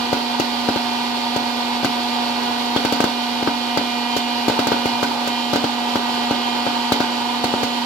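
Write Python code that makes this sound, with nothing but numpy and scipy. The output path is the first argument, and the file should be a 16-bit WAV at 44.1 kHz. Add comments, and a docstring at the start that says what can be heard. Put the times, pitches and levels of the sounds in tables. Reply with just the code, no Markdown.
"""Popcorn bursting in a hot-air popper on a kitchen counter, a stereo microphone close to the bowl.
Kernels go singly or in clusters: each is a puff of steam that rings the chamber and the plastic hood,
and a crack of the hull; some are flung against the hood and tick. Behind them the fan hums and whines
and air rushes through the chamber, over a faint kitchen drone. The microphone slides a few centimetres
along the bowl, through the fan's standing waves, and the hiss of the vents changes colour."""
import sys
import numpy as np
from scipy import signal
from scipy.fft import rfft, irfft, next_fast_len
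from scipy.io import wavfile
from scipy.ndimage import map_coordinates

SR = 44100
rng = np.random.default_rng(int(sys.argv[2]) if len(sys.argv) > 2 else 0)


def dump(signal):
    """Clip the signal to [-1, 1] and save it as 16-bit WAV at the path in sys.argv[1]."""
    limited = np.clip(np.atleast_2d(signal).T, -1, 1)
    pcm = np.round(limited * 32767).astype(np.int16)
    wavfile.write(sys.argv[1], SR, pcm)


N = 346185
SHAFT_HZ = 120.41

# Levels in the tables are relative; each source sets its own gain.
# how alike the two sides of the microphone hear the popper: freq_hz, likeness, left_lead_rad
STEREO_IMAGE = [(60, .95, .1), (320, .92, .2), (420, .8, .9), (650, .7, .8), (850, .7, -.1), (1060, .6, -2),
                (1200, .3, 0), (1500, .15, 1.5), (1930, .15, -2), (2400, .25, 0), (2900, .2, .3),
                (3400, .25, 2.2), (4400, .2, 1.6), (6000, 0, 0)]
# the microphone's place along the bowl: time_s, share_of_slide
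MIC_SLIDE = [(0, .09), (3, 0.27), (4, .37), (4.8, 0.34), (5.4, 0.86), (6.5, .83), (7.85, 0.88)]
# strength of the blast of air: time_s, level_db
AIRFLOW = [(0.0, -26), (0.59, -28), (0.87, -27), (1.14, -27.5), (2.93, -26), (3.15, -28), (4.11, -28.5),
           (4.66, -25.5), (5.55, -28), (6.14, -25.5), (6.45, -26.5), (7.85, -27)]
# spectra of the air roaring in the chamber and hissing at the vents: freq_hz, left_db, right_db
ROAR_SPECTRUM = [(30, -30, -38), (70.4, -23.5, -36), (125, -20.5, -18), (175, -18.5, -33.5), (255, -13, -7),
                 (273, -18, -7.5), (341, -9, -14), (480, -9.5, -16.5), (575, -8.5, -8.5), (660, -16.5, -26),
                 (708, -6.5, -5.5), (786, -8, -7), (943, 1.5, 2.5), (1120, -14, -12), (1448, -16, -17),
                 (1444, -6.5, -8.5), (1720, -34, -16), (2420, -58, -48)]
HISS_SPECTRUM = [(1400, -68, -74), (1820, -21, -14), (2400, -20, -13.5), (3040, -16, -9), (4180, -18, -8.5),
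                 (4360, -14, -6), (4700, -22.5, -10), (5800, -22.5, -22), (7380, -22, -40),
                 (8480, -30, -43), (10300, -30.5, -34), (11800, -29.5, -29.5), (14000, -33.5, -50),
                 (15800, -38, -49)]
# the hiss at the far end of the slide against the near end: freq_hz, change_db
FAR_HISS_CHANGE = [(2000, -1), (3000, 1), (4500, -2), (6000, 0.5), (7800, 2.5), (10000, -0.5)]
# the fan's strong tones: shaft_multiple, left_db, right_db
FAN_TONES = [(2, -31.0, -25.5), (4, -47.5, -43.0), (6, -35.9, -32.4), (8, -41.6, -42.9), (10, -40.3, -43.8),
             (12, -49.8, -49.8), (16, -45.5, -40.4), (18, -49.5, -46.6), (20, -46.2, -35.1),
             (22, -54.0, -43.4), (24, -40.6, -40.0), (26, -42.7, -37.7), (28, -40.8, -47.0),
             (40, -50.8, -45.0)]
# spectrum of the faint buzz between them: freq_hz, left_db, right_db
BUZZ_SPECTRUM = [(1650, -65, -57), (2060, -57, -48), (2750, -55, -49.5), (3250, -56, -50), (4000, -57, -51),
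                 (4230, -54, -47), (4750, -64, -57), (5800, -63, -63)]
# swell of the fan's whine: time_s, level_db
WHINE_SWELL = [(0, -0.5), (0.5, -0.5), (1.0, 0.4), (1.8, 0), (2.15, 2), (3.05, -1), (4.35, 1), (4.6, -1),
               (4.85, 1), (5.1, -4), (5.35, 2.0), (5.6, -1.5), (5.85, 0.3), (6.5, 2.5), (7.1, 0.5),
               (7.85, -0.5)]
# standing waves by the bowl: shaft_multiple, depth_db, loudest_share_of_slide
STANDING_WAVES = [(6, 1.7, .56), (20, 3.2, .51), (22, 1.6, .24), (24, 3.5, .44), (26, 2.6, .41),
                  (40, 2.0, .11)]
# flung kernels striking the hood: start_s, pitch_hz, level_db
HOOD_STRIKES = [(.402, 2670, -22), (1.853, 2400, -26), (2.769, 3400, -18), (2.855, 6500, -34),
                (3.775, 4750, -21), (4.166, 5400, -30), (4.486, 6290, -27), (4.677, 6370, -29),
                (4.728, 1500, -29), (5.038, 1500, -26), (5.562, 6370, -31), (6.923, 3990, -19),
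                (6.927, 6200, -28), (7.014, 1520, -26)]
# spectra of the hood's boom, the hull's crack and its snap: freq_hz, left_db, right_db
BOOM_SPECTRUM = [(40, -28, -18), (110, -3.5, -4.5), (277, 11.5, 8), (630, 10, 1), (980, -7, 6),
                 (1280, 7, -14), (1430, -3, 7), (1750, -26, -10), (3000, -45, -45)]
CRACK_SPECTRUM = [(1200, -40, -37), (1890, -2, 6), (3030, 2, 6), (4600, 1, 9.5), (6080, -11, -5),
                  (8000, -20, -45)]
SNAP_SPECTRUM = [(3500, -26, -35), (5800, 6, -17), (7550, 4, -17), (8550, -5, -20), (11400, -2, -4.5),
                 (13900, -6, -20), (16000, -5.5, -14)]
# modes of the chamber and of the plastic hood: pitch_hz, level_db, t60_s
CHAMBER_MODES = [(123.6, -26, 0.073), (208, -20, 0.05), (277.5, -18, 0.203), (330, -24, 0.082),
                 (382, -50, 0.055), (563, -22, 0.071), (727, -6.5, 0.011), (916, -20.5, 0.057)]
HOOD_MODES = [(1360, -7.5, 0.055), (1463, -7.5, 0.16), (1520, -7.5, 0.21)]
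# paths to the microphone, straight, off counter, hood, bowl and far wall: delay_s, left_gain, right_gain
PUFF_PATHS = [(.00042, 1, .38), (.00098, .33, .45), (.0029, .2, .3), (.0044, .14, .08), (.0075, .08, .1),
              (.038, .07, .08)]
# bursting kernels: start_s, puff_db, puff_width_s, snap_db
BURSTS = [(0.1293, -12, .00029, -35.5), (0.3988, -14, 0.00034, -31), (0.6873, -11.5, 0.00026, -38.5),
          (0.76, -17, 0.00029, -39), (1.3622, -16, 0.00028, -34.5), (1.8315, -19, .00025, -44),
          (1.8463, -12, 0.00023, -33), (2.7626, -11.5, .00027, -35), (2.8497, -12.5, 0.00027, -35),
          (2.9245, -15, .00029, -30.5), (3.0037, -10.5, .00024, -30), (3.041, -12.5, .00022, -33),
          (3.427, -19.5, .00027, -40), (3.475, -11.5, 0.00024, -48), (3.774, -10.5, 0.00028, -35),
          (4.165, -17, 0.00029, -28.5), (4.482, -12.5, 0.00029, -31), (4.4984, -13.5, .0003, -44),
          (4.5911, -13, 0.00025, -34.5), (4.6702, -13, 0.00027, -33), (4.7185, -10.5, 0.00025, -40),
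          (4.8568, -15.5, 0.00032, -35.5), (5.0293, -13, 0.00025, -32), (5.2752, -20.5, 0.00026, -33),
          (5.5335, -11.5, .00028, -35), (5.5584, -14, 0.00026, -32), (5.642, -14.5, 0.00029, -37.5),
          (5.9564, -14, 0.00024, -39), (6.3098, -14, .0003, -39), (6.6657, -14, 0.00026, -46),
          (6.9204, -11.5, 0.00025, -27.5), (7.004, -13, .00024, -37), (7.4417, -14.5, 0.00028, -33),
          (7.5391, -14, 0.00026, -55), (7.6326, -16.5, 0.00028, -31)]
USUAL_PUFF_DB, USUAL_SNAP_DB = -11.5, -33.5  # an ordinary kernel in that table


def amp(db):
    """Decibels to gain."""
    return 10 ** (np.asarray(db) / 20)


def unit(x):
    """Scale to rms 1."""
    return x / np.sqrt(np.mean(x ** 2) + 1e-20)


def at_hz(spectrum, hz):
    """Each column of a spectrum, read on a log-frequency axis."""
    freqs, *columns = np.transpose(spectrum)
    return np.array([np.interp(np.log(hz + 1), np.log(freqs), column) for column in columns])


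def curves(rows):
    """One value per sample for each column after the time."""
    times, *columns = np.transpose(rows)
    return [np.interp(np.arange(N) / SR, times, column) for column in columns]


def wobble(rate):
    """A smooth random curve, rate knots a second."""
    coarse = np.arange(0, N + 64, 64)
    knots = rng.standard_normal(int(N * rate / SR) + 4)
    return np.interp(np.arange(N), coarse, map_coordinates(knots, [coarse * rate / SR], mode="nearest"))


def filtered(x, response):
    """Filter x by a gain that is a function of frequency."""
    size = next_fast_len(N + 8192, True)
    return irfft(rfft(x, size) * response(np.fft.rfftfreq(size, 1 / SR)), size)[..., :N]


def add(track, start_s, sound):
    """Mix a sound into a track from start_s."""
    start = round(start_s * SR)
    part = track[..., start:start + sound.shape[-1]]
    part += sound[..., :part.shape[-1]]


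def stereo_noise(spectrum, ripple_db):
    """Noise of rms 1, alike on both sides in the bass; nearby surfaces comb a ripple into each side."""
    size = next_fast_len(N, True)
    hz = np.fft.rfftfreq(size, 1 / SR)
    mid, side = rfft(rng.standard_normal((2, size)))
    likeness, lead = at_hz(STEREO_IMAGE, hz)
    spread = np.arccos(np.clip(likeness, -1, 1)) / 2
    mid, side = np.cos(spread) * mid, np.sin(spread) * side
    pair = np.array([(mid + side) * np.exp(1j * lead), mid - side])
    teeth_hz = np.arange(350, SR / 2, 25)
    depth_db = ripple_db / np.hypot(1, teeth_hz / 9000)
    teeth_db = depth_db * rng.standard_normal((2, len(teeth_hz)))
    ripple = amp([np.interp(hz, teeth_hz, row, left=0) for row in teeth_db])
    return unit(irfft(pair * amp(at_hz(spectrum, hz)) * ripple, size)[:, :N])


def kitchen_drone(pitch_hz=58, level_db=-59):
    """A faint deep drone in the kitchen, the same on both sides."""
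    phase = 2 * np.pi * pitch_hz * np.arange(N) / SR + .3 * wobble(3.1)
    return np.sqrt(2) * amp(level_db) * np.sin(phase)


def rushing_air(shaft_angle, roar_db=1, hiss_db=-28, hiss_per_flow=.3, chop=.045):
    """The blast roars in the chamber and hisses at the vents; the blades chop the hiss."""
    flow_db, = curves(AIRFLOW)
    roar = amp(flow_db + roar_db + .55 * wobble(25)) * stereo_noise(ROAR_SPECTRUM, ripple_db=.5)
    near, far = (filtered(stereo_noise(HISS_SPECTRUM, ripple_db=2.5),
                          lambda hz: amp(end * at_hz(FAR_HISS_CHANGE, hz))) for end in (-.5, .5))
    crossfade = np.pi / 2 * curves(MIC_SLIDE)[0]
    hiss_gain = amp(hiss_db + hiss_per_flow * (flow_db - flow_db.mean()) + .47 * wobble(30))
    hiss = hiss_gain * (np.cos(crossfade) * near + np.sin(crossfade) * far)
    return roar + hiss * (1 + chop * np.sin(2 * shaft_angle))


def standing_waves(slide_m=.108, sound_m_per_s=343):
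    """Swell in dB by shaft multiple as the microphone passes crests half a wavelength apart."""
    place, = curves(MIC_SLIDE)
    crests_per_order = 2 * slide_m * SHAFT_HZ / sound_m_per_s
    return {order: depth_db * np.cos(2 * np.pi * crests_per_order * order * (place - loudest))
            for order, depth_db, loudest in STANDING_WAVES}


def buzz_tones(even_boost_db=4):
    """Faint shaft harmonics to fill out FAN_TONES; even ones stand above odd ones."""
    strong = [order for order, _, _ in FAN_TONES]
    return [(order, *at_hz(BUZZ_SPECTRUM, order * SHAFT_HZ) + even_boost_db * (order % 2 == 0))
            for order in range(14, 49) if order not in strong]


def fan(shaft_angle, whine_from_hz=2000, flutter_db_per_order=.065, jitter_rad=.016):
    """Shaft harmonics; high ones swell together as a whine, and turbulence shakes them the most."""
    whine_db, = curves(WHINE_SWELL)
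    standing_db = standing_waves()
    out = np.zeros((2, N))
    for order, left_db, right_db in FAN_TONES + buzz_tones():
        pitch_hz = order * SHAFT_HZ
        swell_db = whine_db * min(pitch_hz / whine_from_hz, 1) + standing_db.get(order, 0)
        level = amp(swell_db + flutter_db_per_order * order * wobble(13))
        phase = order * (shaft_angle + jitter_rad * wobble(18)) + rng.uniform(0, 2 * np.pi)
        _, lead = at_hz(STEREO_IMAGE, pitch_hz)
        out[0] += amp(left_db) * level * np.sin(phase + lead)
        out[1] += amp(right_db) * level * np.sin(phase)
    return np.sqrt(2) * out


def hood_ticks(mode_count=8, pitch_spread=.04, rise_s=.00054, t60_cycles=200):
    """A flung kernel rings close modes of the hood, pitched by the spot it hits; low ones last longer."""
    out = np.zeros((2, N))
    t = np.arange(SR // 6) / SR
    for start_s, pitch_hz, level_db in HOOD_STRIKES:
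        modes_hz = pitch_hz * (1 + pitch_spread * rng.standard_normal((mode_count, 1)))
        ring = np.sin(2 * np.pi * (modes_hz * t + rng.random((2, mode_count, 1)))).sum(axis=1)
        envelope = (1 - np.exp(-t / rise_s)) * amp(level_db - 60 * t * pitch_hz / t60_cycles)
        add(out, start_s, envelope * unit(ring))
    return out


def scatter(levels_db, rise_s, t60_s, room_db, room_t60_s, echo_db):
    """Envelope of the bursts: they bounce round the hood, die in the room and return once off a wall."""
    t = np.arange(SR // 3) / SR
    near = (1 - np.exp(-t / rise_s)) * amp(-60 * t / t60_s)
    room = (1 - np.exp(-t / .0075)) * amp(room_db - 60 * t / room_t60_s)
    echo = amp(echo_db) * np.interp(t - .0378, t, near, left=0)
    power = np.zeros(N)
    for (start_s, *_), level_db in zip(BURSTS, levels_db):
        add(power, start_s, amp(level_db) ** 2 * (near ** 2 + room ** 2 + echo ** 2))
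    return np.sqrt(power)


def cracking_hulls():
    """The noisy part of each burst: the hood's boom, the tearing hull and its bright snap."""
    _, puff_db, _, snap_db = np.transpose(BURSTS)
    # the hull tears louder with more steam and a harder snap
    crack_db = -20.2 + .55 * (puff_db - USUAL_PUFF_DB) + .4 * (snap_db - USUAL_SNAP_DB)
    boom = scatter(puff_db - 6, rise_s=.00056, t60_s=.059, room_db=-6.5, room_t60_s=.22, echo_db=-8)
    crack = scatter(crack_db, rise_s=.0011, t60_s=.11, room_db=-11, room_t60_s=.25, echo_db=-8)
    snap = scatter(snap_db + 5, rise_s=.00039, t60_s=.061, room_db=-4.5, room_t60_s=.14, echo_db=-21)
    # the first split reaches the microphone straight, ahead of all bounces
    split = scatter(snap_db + 8, rise_s=.00005, t60_s=.0019, room_db=-40, room_t60_s=.1, echo_db=-20)
    booms = boom * stereo_noise(BOOM_SPECTRUM, ripple_db=1.5)
    cracks = crack * stereo_noise(CRACK_SPECTRUM, ripple_db=2.5)
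    snaps = (snap + split) * stereo_noise(SNAP_SPECTRUM, ripple_db=6.5)
    grain = unit(amp(3.5 * wobble(600)))
    return booms + cracks + snaps * grain


def ringing(modes, t, rise_s=.0011):
    """Damped modes, a little different in pitch and level at every blow."""
    sound = np.zeros(len(t))
    for mode_hz, level_db, t60_s in modes:
        pitch_hz = mode_hz * (1 + .0093 * rng.standard_normal())
        decay = amp(level_db + rng.normal(0, .99) - 60 * t / t60_s)
        sound += decay * np.sin(2 * np.pi * pitch_hz * t)
    return sound * (1 - np.exp(-t / rise_s))


def steam_puffs(gain_db=10, hood_db=-22, hood_per_puff=.81, hood_delay_s=.002005, lead_s=.001):
    """Steam bursts from each kernel: one quick push and pull of air, then chamber and hood ring."""
    out = np.zeros((2, N))
    t = np.arange(SR // 5) / SR - lead_s
    direct_s = PUFF_PATHS[0][0]
    since_arrival = np.maximum(t - direct_s, 0)
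    for start_s, puff_db, width_s, _ in BURSTS:
        puff = np.zeros((2, len(t)))
        for delay_s, left_gain, right_gain in PUFF_PATHS:
            widths = (t - delay_s) / width_s
            push_pull = -widths * np.exp((1 - widths ** 2) / 2)
            puff += np.outer([left_gain, right_gain], push_pull) * amp(rng.normal(0, .24))
        puff -= ringing(CHAMBER_MODES, since_arrival)
        add(out, start_s - lead_s, amp(puff_db + gain_db) * puff)
        # each side of the microphone faces its own wall of the hood
        hood = np.array([ringing(HOOD_MODES, since_arrival) for side in range(2)])
        ring_db = hood_db + hood_per_puff * (puff_db - USUAL_PUFF_DB)
        add(out, start_s - lead_s + hood_delay_s, amp(ring_db) * hood)
    return out


def scene():
    """The popper from beside the bowl; one shaft drives the fan's tones and chops the hiss."""
    shaft_angle = 2 * np.pi * np.cumsum(SHAFT_HZ + .0582 * wobble(2)) / SR
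    blower = fan(shaft_angle) + rushing_air(shaft_angle)
    pops = steam_puffs() + cracking_hulls()
    return blower + pops + kitchen_drone() + hood_ticks()


def record(dry, low_cut_hz=50, top_hz=15950):
    """The microphone chain cuts the deepest bass, rounds the tallest peaks and stops at top_hz."""
    lean = signal.sosfilt(signal.butter(4, low_cut_hz, "highpass", fs=SR, output="sos"), dry)
    rounded = lean / (1 + np.abs(lean) ** 10) ** (1 / 10)
    return filtered(rounded, lambda hz: hz < top_hz)


dry = scene()
out = record(dry)
dump(out)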